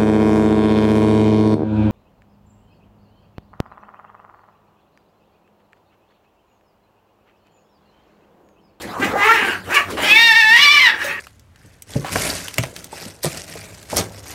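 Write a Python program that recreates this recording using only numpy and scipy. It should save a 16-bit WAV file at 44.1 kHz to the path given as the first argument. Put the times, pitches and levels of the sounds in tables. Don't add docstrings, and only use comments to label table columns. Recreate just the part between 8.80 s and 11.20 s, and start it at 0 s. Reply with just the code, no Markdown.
import sys
import numpy as np
from scipy import signal
from scipy.fft import rfft, irfft
from scipy.io import wavfile
from scipy.ndimage import uniform_filter1d, minimum_filter1d

SR = 44100
rng = np.random.default_rng(int(sys.argv[2]) if len(sys.argv) > 2 else 0)


def wrap_up_sound(samples):
    columns = np.atleast_2d(samples).T
    tamed = np.clip(columns, -1, 1)
    steps = np.round(tamed * 32767).astype(np.int16)
    wavfile.write(sys.argv[1], SR, steps)


N = 105840

# t/s, pitch f/Hz, level/dB, subharmonic level/dB, mouth opening (factor on throat frequencies)
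SNARL = [(0.17, 376, -54, -18, 0.52), (0.232, 415.2, -16, -28, 0.93), (0.264, 398.3, -28.5, -10, 0.9),
         (0.31, 438, -30, -8, 0.73), (0.342, 418.4, -31, -16, 0.63), (0.356, 390, -21.5, -15, 0.5),
         (0.432, 411.8, -13, -34, 0.95), (0.474, 451, -12.5, 0.5, 0.93), (0.506, 432.9, -11, -34, 0.83),
         (0.522, 472.8, -10.5, -29, 0.81), (0.538, 470.2, -12.5, -24, 0.83), (0.58, 392.3, -18, -6, 0.98),
         (0.626, 407, -18, -1.5, 0.9), (0.664, 396.4, -22.5, -3, 0.83), (0.69, 355.2, -20, -2, 0.99),
         (0.744, 363.3, -25.5, -27, 0.93), (0.76, 327, -26, -21, 0.74), (0.82, 345, -56, -18, 0.9)]
SPIT = [(0.88, 434, -55, -7, 0.56), (0.9, 444.7, -28.5, -27, 0.93), (0.92, 483.2, -20.5, 2.5, 0.73),
        (0.96, 597, -14, -16, 1.14), (0.972, 569.4, -8, -24, 0.87), (0.984, 555.5, -17.5, -14, 0.77),
        (1.004, 600, -19.5, -12, 0.71), (1.07, 568.5, -50, -15, 1)]
SCREAM = [(1.16, 830, -50, -5, 1.2), (1.176, 826, -23, -9, 0.52), (1.218, 844, -26.5, 4, 0.49),
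          (1.228, 812, -23, -10, 0.86), (1.25, 844.0, -19.5, 4.5, 0.87), (1.29, 821, -14.5, 0, 0.84),
          (1.314, 851.4, -10, 3, 0.98), (1.326, 853.5, -6, -3, 0.96), (1.396, 933.8, -9.5, -5.5, 1.2),
          (1.49, 915.7, -8.5, -6.5, 1.26), (1.522, 887.3, -5.5, -15, 0.94), (1.54, 863, -17, 3.5, 0.89),
          (1.572, 923.3, -4.5, -7.5, 1.2), (1.626, 868.7, -12, -9.5, 1.13), (1.682, 876, -13.5, -2.5, 0.96),
          (1.692, 873.7, -8.5, -12, 1.06), (1.744, 942.4, -3.5, -7, 0.97), (1.756, 963.0, -9.5, -6, 1.25),
          (1.766, 951, -6.5, -5, 0.89), (1.782, 1095, -15, 8, 1.5), (1.792, 1117, -8.5, -5, 0.95),
          (1.814, 1114, -15.5, -1, 1.8), (1.834, 1199, -5.5, 9.5, 1.1), (1.848, 1178, -4.5, 3, 1.28),
          (1.866, 1139, -6, -15, 1.04), (1.886, 1142, 0, -12, 1.2), (1.922, 1189, -6, 2, 1.13),
          (1.948, 1176, -7, 3, 1.3), (1.966, 1166, -15, 1, 0.96), (1.976, 1181, -1.5, -1, 0.9),
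          (1.998, 1087, -11.5, -5, 1.3), (2.004, 1094, -12.5, -9, 1.35), (2.078, 907.6, -7.5, -10, 0.96),
          (2.122, 855.3, -24.5, 0, 0.82), (2.148, 895, -32, 1, 1.08), (2.16, 890, -29, 4, 0.82)]
RASPS = [(2.14, 604.3, -13.5, 22, 0.74), (2.158, 546.4, -29, -4, 0.95), (2.18, 574, -33.5, -6, 0.76),
         (2.224, 554.6, -18.5, -3, 0.92), (2.24, 591, -35, 18, 0.86), (2.268, 582, -29.5, -6, 0.76),
         (2.31, 583.4, -22, 12, 1), (2.372, 574.7, -32.5, -4, 0.98), (2.4, 604, -22, -2, 1)]
# f/Hz, level/dB
HOARSE_THROAT = [(150, -58.5), (420, 4.5), (650, -30), (900, 0), (1400, -2), (1900, 2), (2700, -2),
                 (3500, -13.5), (5000, -25.5), (7500, -26.5), (12000, -62.5), (16000, -23)]
SCREAM_THROAT = [(200, -52), (500, -32.5), (850, -12), (1250, -14), (1700, -3), (2500, -5.5), (3300, -10),
                 (4200, -18), (5500, -19), (6500, -32), (7700, -31), (9500, -34), (11000, -48),
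                 (12500, -34), (14200, -37), (16000, -50)]
# t/s, roughness (0 to 1)
ROUGHNESS = [(.17, .45), (.3, .55), (.4, .33), (.45, .4), (.55, .4), (.62, .65), (.9, .85), (.965, .3),
             (1.0, .7), (1.22, .9), (1.29, .25), (1.4, .03), (1.73, .02), (1.765, .5), (1.81, .4),
             (1.86, .25), (1.9, .08), (1.94, .22), (2.0, .32), (2.09, .4), (2.13, .9), (2.4, .8)]


def cat_call(rows, throat):
    times, *columns = np.transpose(rows)
    t = np.arange(times[0], times[-1], 1 / SR)
    hz, level_db, subharmonic_db, mouth = (np.interp(t, times, c) for c in columns)
    source = glottis(hz, subharmonic_db, curve(ROUGHNESS, t))
    voice = vocal_tract(source, t, mouth, throat)
    running_rms = np.sqrt(abs(uniform_filter1d(voice ** 2, size=1500)) + 1e-12)
    fades = signal.windows.tukey(len(t), 800 / len(t))
    return times[0], voice / running_rms * gain_of(level_db) * fades


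# f/pitch, level/dB
SUBHARMONICS = [(.5, -10), (1.5, -6), (2.5, 0), (3.5, -7), (4.5, 3), (8, -2.5)]
JITTER, JITTER_S, WAVER, WAVER_S = .055, .002995, .005, .007
FLUTTER_CYCLES, FLUTTER_S, SHIMMER_DB, SHIMMER_S = .012, .003, 4, .01


def glottis(hz, subharmonic_db, rough):
    n = len(hz)
    cycles = np.cumsum(hz * (1 + JITTER * rough * drift(n, JITTER_S) + WAVER * drift(n, WAVER_S))) / SR
    flutter = FLUTTER_CYCLES * drift(n, FLUTTER_S)
    folds = 0
    for k in range(1, 90):
        phase = np.pi * (k * (cycles + np.roll(flutter, 997 * k)) + 2 * rng.random())
        weight = gain_of(subharmonic_db + curve(SUBHARMONICS, k / 2)) if k % 2 else 1
        folds += weight * np.cos(phase) * (k * hz / 2 < BAND_LIMIT_HZ)
    shimmer = gain_of(SHIMMER_DB * np.sqrt(rough) * drift(n, SHIMMER_S))
    folds = folds * np.sqrt(hz / hz.mean()) * shimmer
    breath = (.12 + np.cos(np.pi * cycles) ** 2) * rng.standard_normal(n)
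    return np.sqrt(1 - rough ** 2) * unit_rms(folds) + rough * unit_rms(breath)


# t/s, f/Hz, level/dB
LOWER_FORMANT = [(.2, 1160, -36), (0.361, 750, 16.5), (.46, 1186, 12.5), (0.501, 1370, 10.5),
                 (.53, 1900, 11), (.62, 1660, 6), (.8, 1535, 23), (.92, 1630, 7), (.97, 1900, 2),
                 (1.05, 1750, 3), (1.25, 2280, 3), (1.331, 2570, 17.5), (1.42, 1930, 6.5), (1.72, 1885, 11),
                 (1.82, 2290, -2), (1.97, 2260, 6), (2.1, 1650, 9.5), (2.4, 1880, 16)]
UPPER_FORMANT = [(.2, 3130, 2), (.38, 1900, 1), (.43, 2030, 7.4), (.47, 2750, 1.4), (.7, 2890, 10.6),
                 (.92, 2580, 3.4), (.97, 2634, 14), (1.05, 2460, 4.6), (1.3, 3250, 13.2), (1.45, 3800, 2.7),
                 (1.7, 2920, 1.6), (1.85, 4200, 11.2), (2.05, 3850, 5.7), (2.3, 2547, 6.6)]
FORMANT_WIDTH, MOUTH_TOP_HZ = .1, 4500


def vocal_tract(source, t, mouth, throat):
    f, frame_s, spectrum = signal.stft(source, SR, nperseg=512, noverlap=384)
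    f, frame_s = f[:, None], frame_s + t[0]
    stretch = np.interp(frame_s, t, mouth) ** np.exp(-(f / MOUTH_TOP_HZ) ** 2)
    response_db = log_curve(throat, f / stretch)
    for formant in (LOWER_FORMANT, UPPER_FORMANT):
        times, centre_hz, boost_db = np.transpose(formant)
        detuning = (f / np.interp(frame_s, times, centre_hz) - 1) / FORMANT_WIDTH
        response_db += np.interp(frame_s, times, boost_db) * np.exp(-detuning ** 2)
    return signal.istft(spectrum * gain_of(response_db), SR, nperseg=512, noverlap=384)[1][:len(t)]


# t/s, onset level/dB, scrape level/dB (both as gains on the filtered noise)
SWIPES = [(0.0146, -17, -37), (0.242, -17, -33), (0.903, -40, -31), (0.9405, -19, -18.5),
          (1.0994, -36.5, -29), (1.7569, -18, -21.5), (2.2398, -19, -33)]
SWIPE_BAND_HZ, SWIPE_ONSET_S, SWIPE_T60_S = (3540, 9250), .007, .21


def claw_swipe(start, onset_db, scrape_db):
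    t = np.arange(0, .25, 1 / SR)
    hiss = signal.lfilter(*signal.butter(1, SWIPE_BAND_HZ, "band", fs=SR), rng.standard_normal(len(t)))
    onset = gain_of(onset_db) * np.exp(-t / SWIPE_ONSET_S) / 2
    scrape = gain_of(scrape_db - 60 * t / SWIPE_T60_S)
    return start, hiss * (onset + scrape) * np.minimum(t / SWIPE_ONSET_S, 1)


# t/s, level/dB (before the rise softens the peak), f/Hz
KNOCKS = [(0.029, -32, 332), (0.195, -12, 281), (0.249, -14.5, 210), (0.899, -23, 364), (1.101, -22, 300),
          (1.169, -37, 378), (1.229, -12.5, 617), (2.244, -16, 570)]
KNOCK_RISE_S, KNOCK_T60_S = .006, .063
SCUFF_HZ, SCUFF_DB, SCUFF_DECAY_S = 3000, -12, .015


def paw_knock(start, level_db, hz):
    t = np.arange(0, .2, 1 / SR)
    noise = signal.lfilter(*signal.butter(1, SCUFF_HZ, fs=SR), rng.standard_normal(len(t)))
    scuff = gain_of(SCUFF_DB) * noise * np.exp(-t / SCUFF_DECAY_S)
    mode = gain_of(-60 * t / KNOCK_T60_S) * np.sin(2 * np.pi * hz * t)
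    return start, gain_of(level_db) * np.minimum(t / KNOCK_RISE_S, 1) * (mode + scuff)


# t/s, rumble level/dB, scrape level/dB (both relative to SCUFFLE_DB)
SCUFFLE = [(0.0, -39.5, -43), (0.01, -34, -37.5), (0.17, -22, -38.5), (0.25, -23, -27),
           (0.36, -20.5, -39.5), (0.39, -23.5, -31.5), (0.51, -47, -24), (0.55, -33, -23.5),
           (0.61, -32.5, -32), (0.68, -22.5, -26.5), (0.83, -39, -44), (0.92, -23.5, -30.5),
           (0.95, -58, -25), (1.06, -38, -40.5), (1.11, -25, -31.5), (1.16, -31, -38), (1.23, -19, -22.5),
           (1.32, -26, -19), (1.64, -38.5, -38.5), (1.83, -32, -22.5), (1.89, -33.5, -22),
           (2.04, -36.5, -29.5), (2.15, -39.5, -44), (2.26, -33, -24), (2.31, -36, -33.5),
           (2.4, -43.5, -45)]
# f/Hz, relative level/dB
RUMBLE_SPECTRUM = [(76, -42), (130, -18), (291, 3), (941, -6.5), (1120, -3), (1250, -3.5), (1560, -8),
                   (2500, -28), (3250, -59), (5500, -120)]
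SCRAPE_SPECTRUM = [(880, -37), (1500, -20), (1750, 2), (2780, -6), (2980, -6.5), (4120, -8), (6660, -14.5),
                   (12600, -18), (15600, -21)]
SCUFFLE_DB, PATCH_DB, FLICKER_DB = -3, 4, 1


def scuffle():
    frames, hz = N // 128 + 5, np.fft.rfftfreq(512, 1 / SR)
    low_re, low_im, high_re, high_im, patches = rng.standard_normal((frames, 257, 5)).T
    patches = uniform_filter1d(patches, size=6, axis=0)
    patches = unit_rms(uniform_filter1d(patches, size=12, axis=1))
    flicker = gain_of(FLICKER_DB * rng.exponential(1, frames))
    times, rumble_db, scrape_db = np.transpose(SCUFFLE)
    rumble_shape = log_curve(RUMBLE_SPECTRUM, hz) - 60 * ((hz > 2500) | (hz < 130))
    scrape_shape = log_curve(SCRAPE_SPECTRUM, hz) - 60 * (hz < 1500)
    mix = 0
    for bins, shape_db, level_db in ((low_re + 1j * low_im, rumble_shape, rumble_db),
                                     ((high_re + 1j * high_im) * flicker, scrape_shape, scrape_db)):
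        spectrum = bins * gain_of(shape_db[:, None] + PATCH_DB * patches)
        noise = signal.istft(spectrum, nperseg=512, noverlap=384)[1][:N]
        mix += unit_rms(noise) * gain_of(np.interp(np.arange(N) / SR, times, level_db + SCUFFLE_DB))
    return mix


# f/Hz, T60/s
ROOM_T60 = [(100, 0.55), (1000, 0.23), (4000, 0.18), (12000, 0.04)]
ROOM_DB = -7.5


def room(sound):
    taps = np.zeros(SR // 2)
    slots = np.arange(120, len(taps) - 20, 20)
    taps[slots + rng.integers(0, 20, len(slots))] = rng.choice([-1., 1.], len(slots))
    hz, t, spectrum = signal.stft(taps, SR, nperseg=256)
    decay = gain_of(-60 * t / log_curve(ROOM_T60, hz)[:, None])
    tail = signal.istft(spectrum * decay, SR, nperseg=256)[1]
    return signal.fftconvolve(sound, tail / np.linalg.norm(tail))[:N]


# f/Hz, relative level/dB
DRONE_SPECTRUM = [(12, -57), (20, -33), (32, -39), (49, -5.5), (81, -5.5), (97, 7), (119, -8), (144, -9),
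                  (200, 1.5), (260, -29), (440, -120)]
# t/s, level/dB
DRONE_LEVEL = [(0.0, -43), (0.2, -43), (0.29, -34.5), (0.41, -42.5), (0.84, -45), (0.87, -33), (0.95, -49),
               (1.18, -37.5), (1.32, -45.5), (2.4, -50)]


def house_drone():
    hz = np.fft.rfftfreq(N, 1 / SR)
    shape = gain_of(log_curve(DRONE_SPECTRUM, hz)) * (hz < 200)
    noise = irfft(rfft(rng.standard_normal(N)) * shape, N)
    return unit_rms(noise) * gain_of(curve(DRONE_LEVEL, np.arange(N) / SR))


def drift(count, seconds):
    pole = np.exp(-1 / (seconds * SR))
    return unit_rms(signal.lfilter([1], [1, -2 * pole, pole ** 2], rng.standard_normal(count)))


def gain_of(db):
    return 10 ** (np.asarray(db) / 20)


def unit_rms(x):
    return x / np.sqrt(np.mean(x ** 2) + 1e-20)


def curve(points, x):
    return np.interp(x, *np.transpose(points))


def log_curve(points, hz):
    f, value = np.transpose(points)
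    return np.interp(np.log(hz + 1), np.log(f + 1), value)


def add(mix, start_s, sound):
    part = mix[round(start_s * SR):][:len(sound)]
    part += sound[:len(part)]


def scene():
    direct = np.zeros(N)
    for rows in (SNARL, SPIT, RASPS):
        add(direct, *cat_call(rows, HOARSE_THROAT))
    add(direct, *cat_call(SCREAM, SCREAM_THROAT))
    for row in SWIPES:
        add(direct, *claw_swipe(*row))
    for row in KNOCKS:
        add(direct, *paw_knock(*row))
    return (direct + gain_of(ROOM_DB) * room(direct) + scuffle() + house_drone())[None]


LIMIT_DB, RECOVERY_DB_PER_S, BAND_LIMIT_HZ = -.2, 150, 15750


def record(dry):
    x = signal.sosfilt(signal.butter(2, 45, "high", fs=SR, output="sos"), dry)
    recovery_db = np.arange(N) * RECOVERY_DB_PER_S / SR
    peak_db = 20 * np.log10(-minimum_filter1d(-abs(x[0]), size=129) + 1e-9)
    held_db = np.maximum.accumulate(peak_db + recovery_db) - recovery_db
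    excess_db = np.maximum(held_db - LIMIT_DB, 0)
    limited = x / gain_of(uniform_filter1d(excess_db, size=65))
    lowpass = signal.firwin(1023, BAND_LIMIT_HZ, window=("kaiser", 10), fs=SR)
    return signal.oaconvolve(limited, lowpass[None], "same")


dry = scene()
out = record(dry)
wrap_up_sound(out)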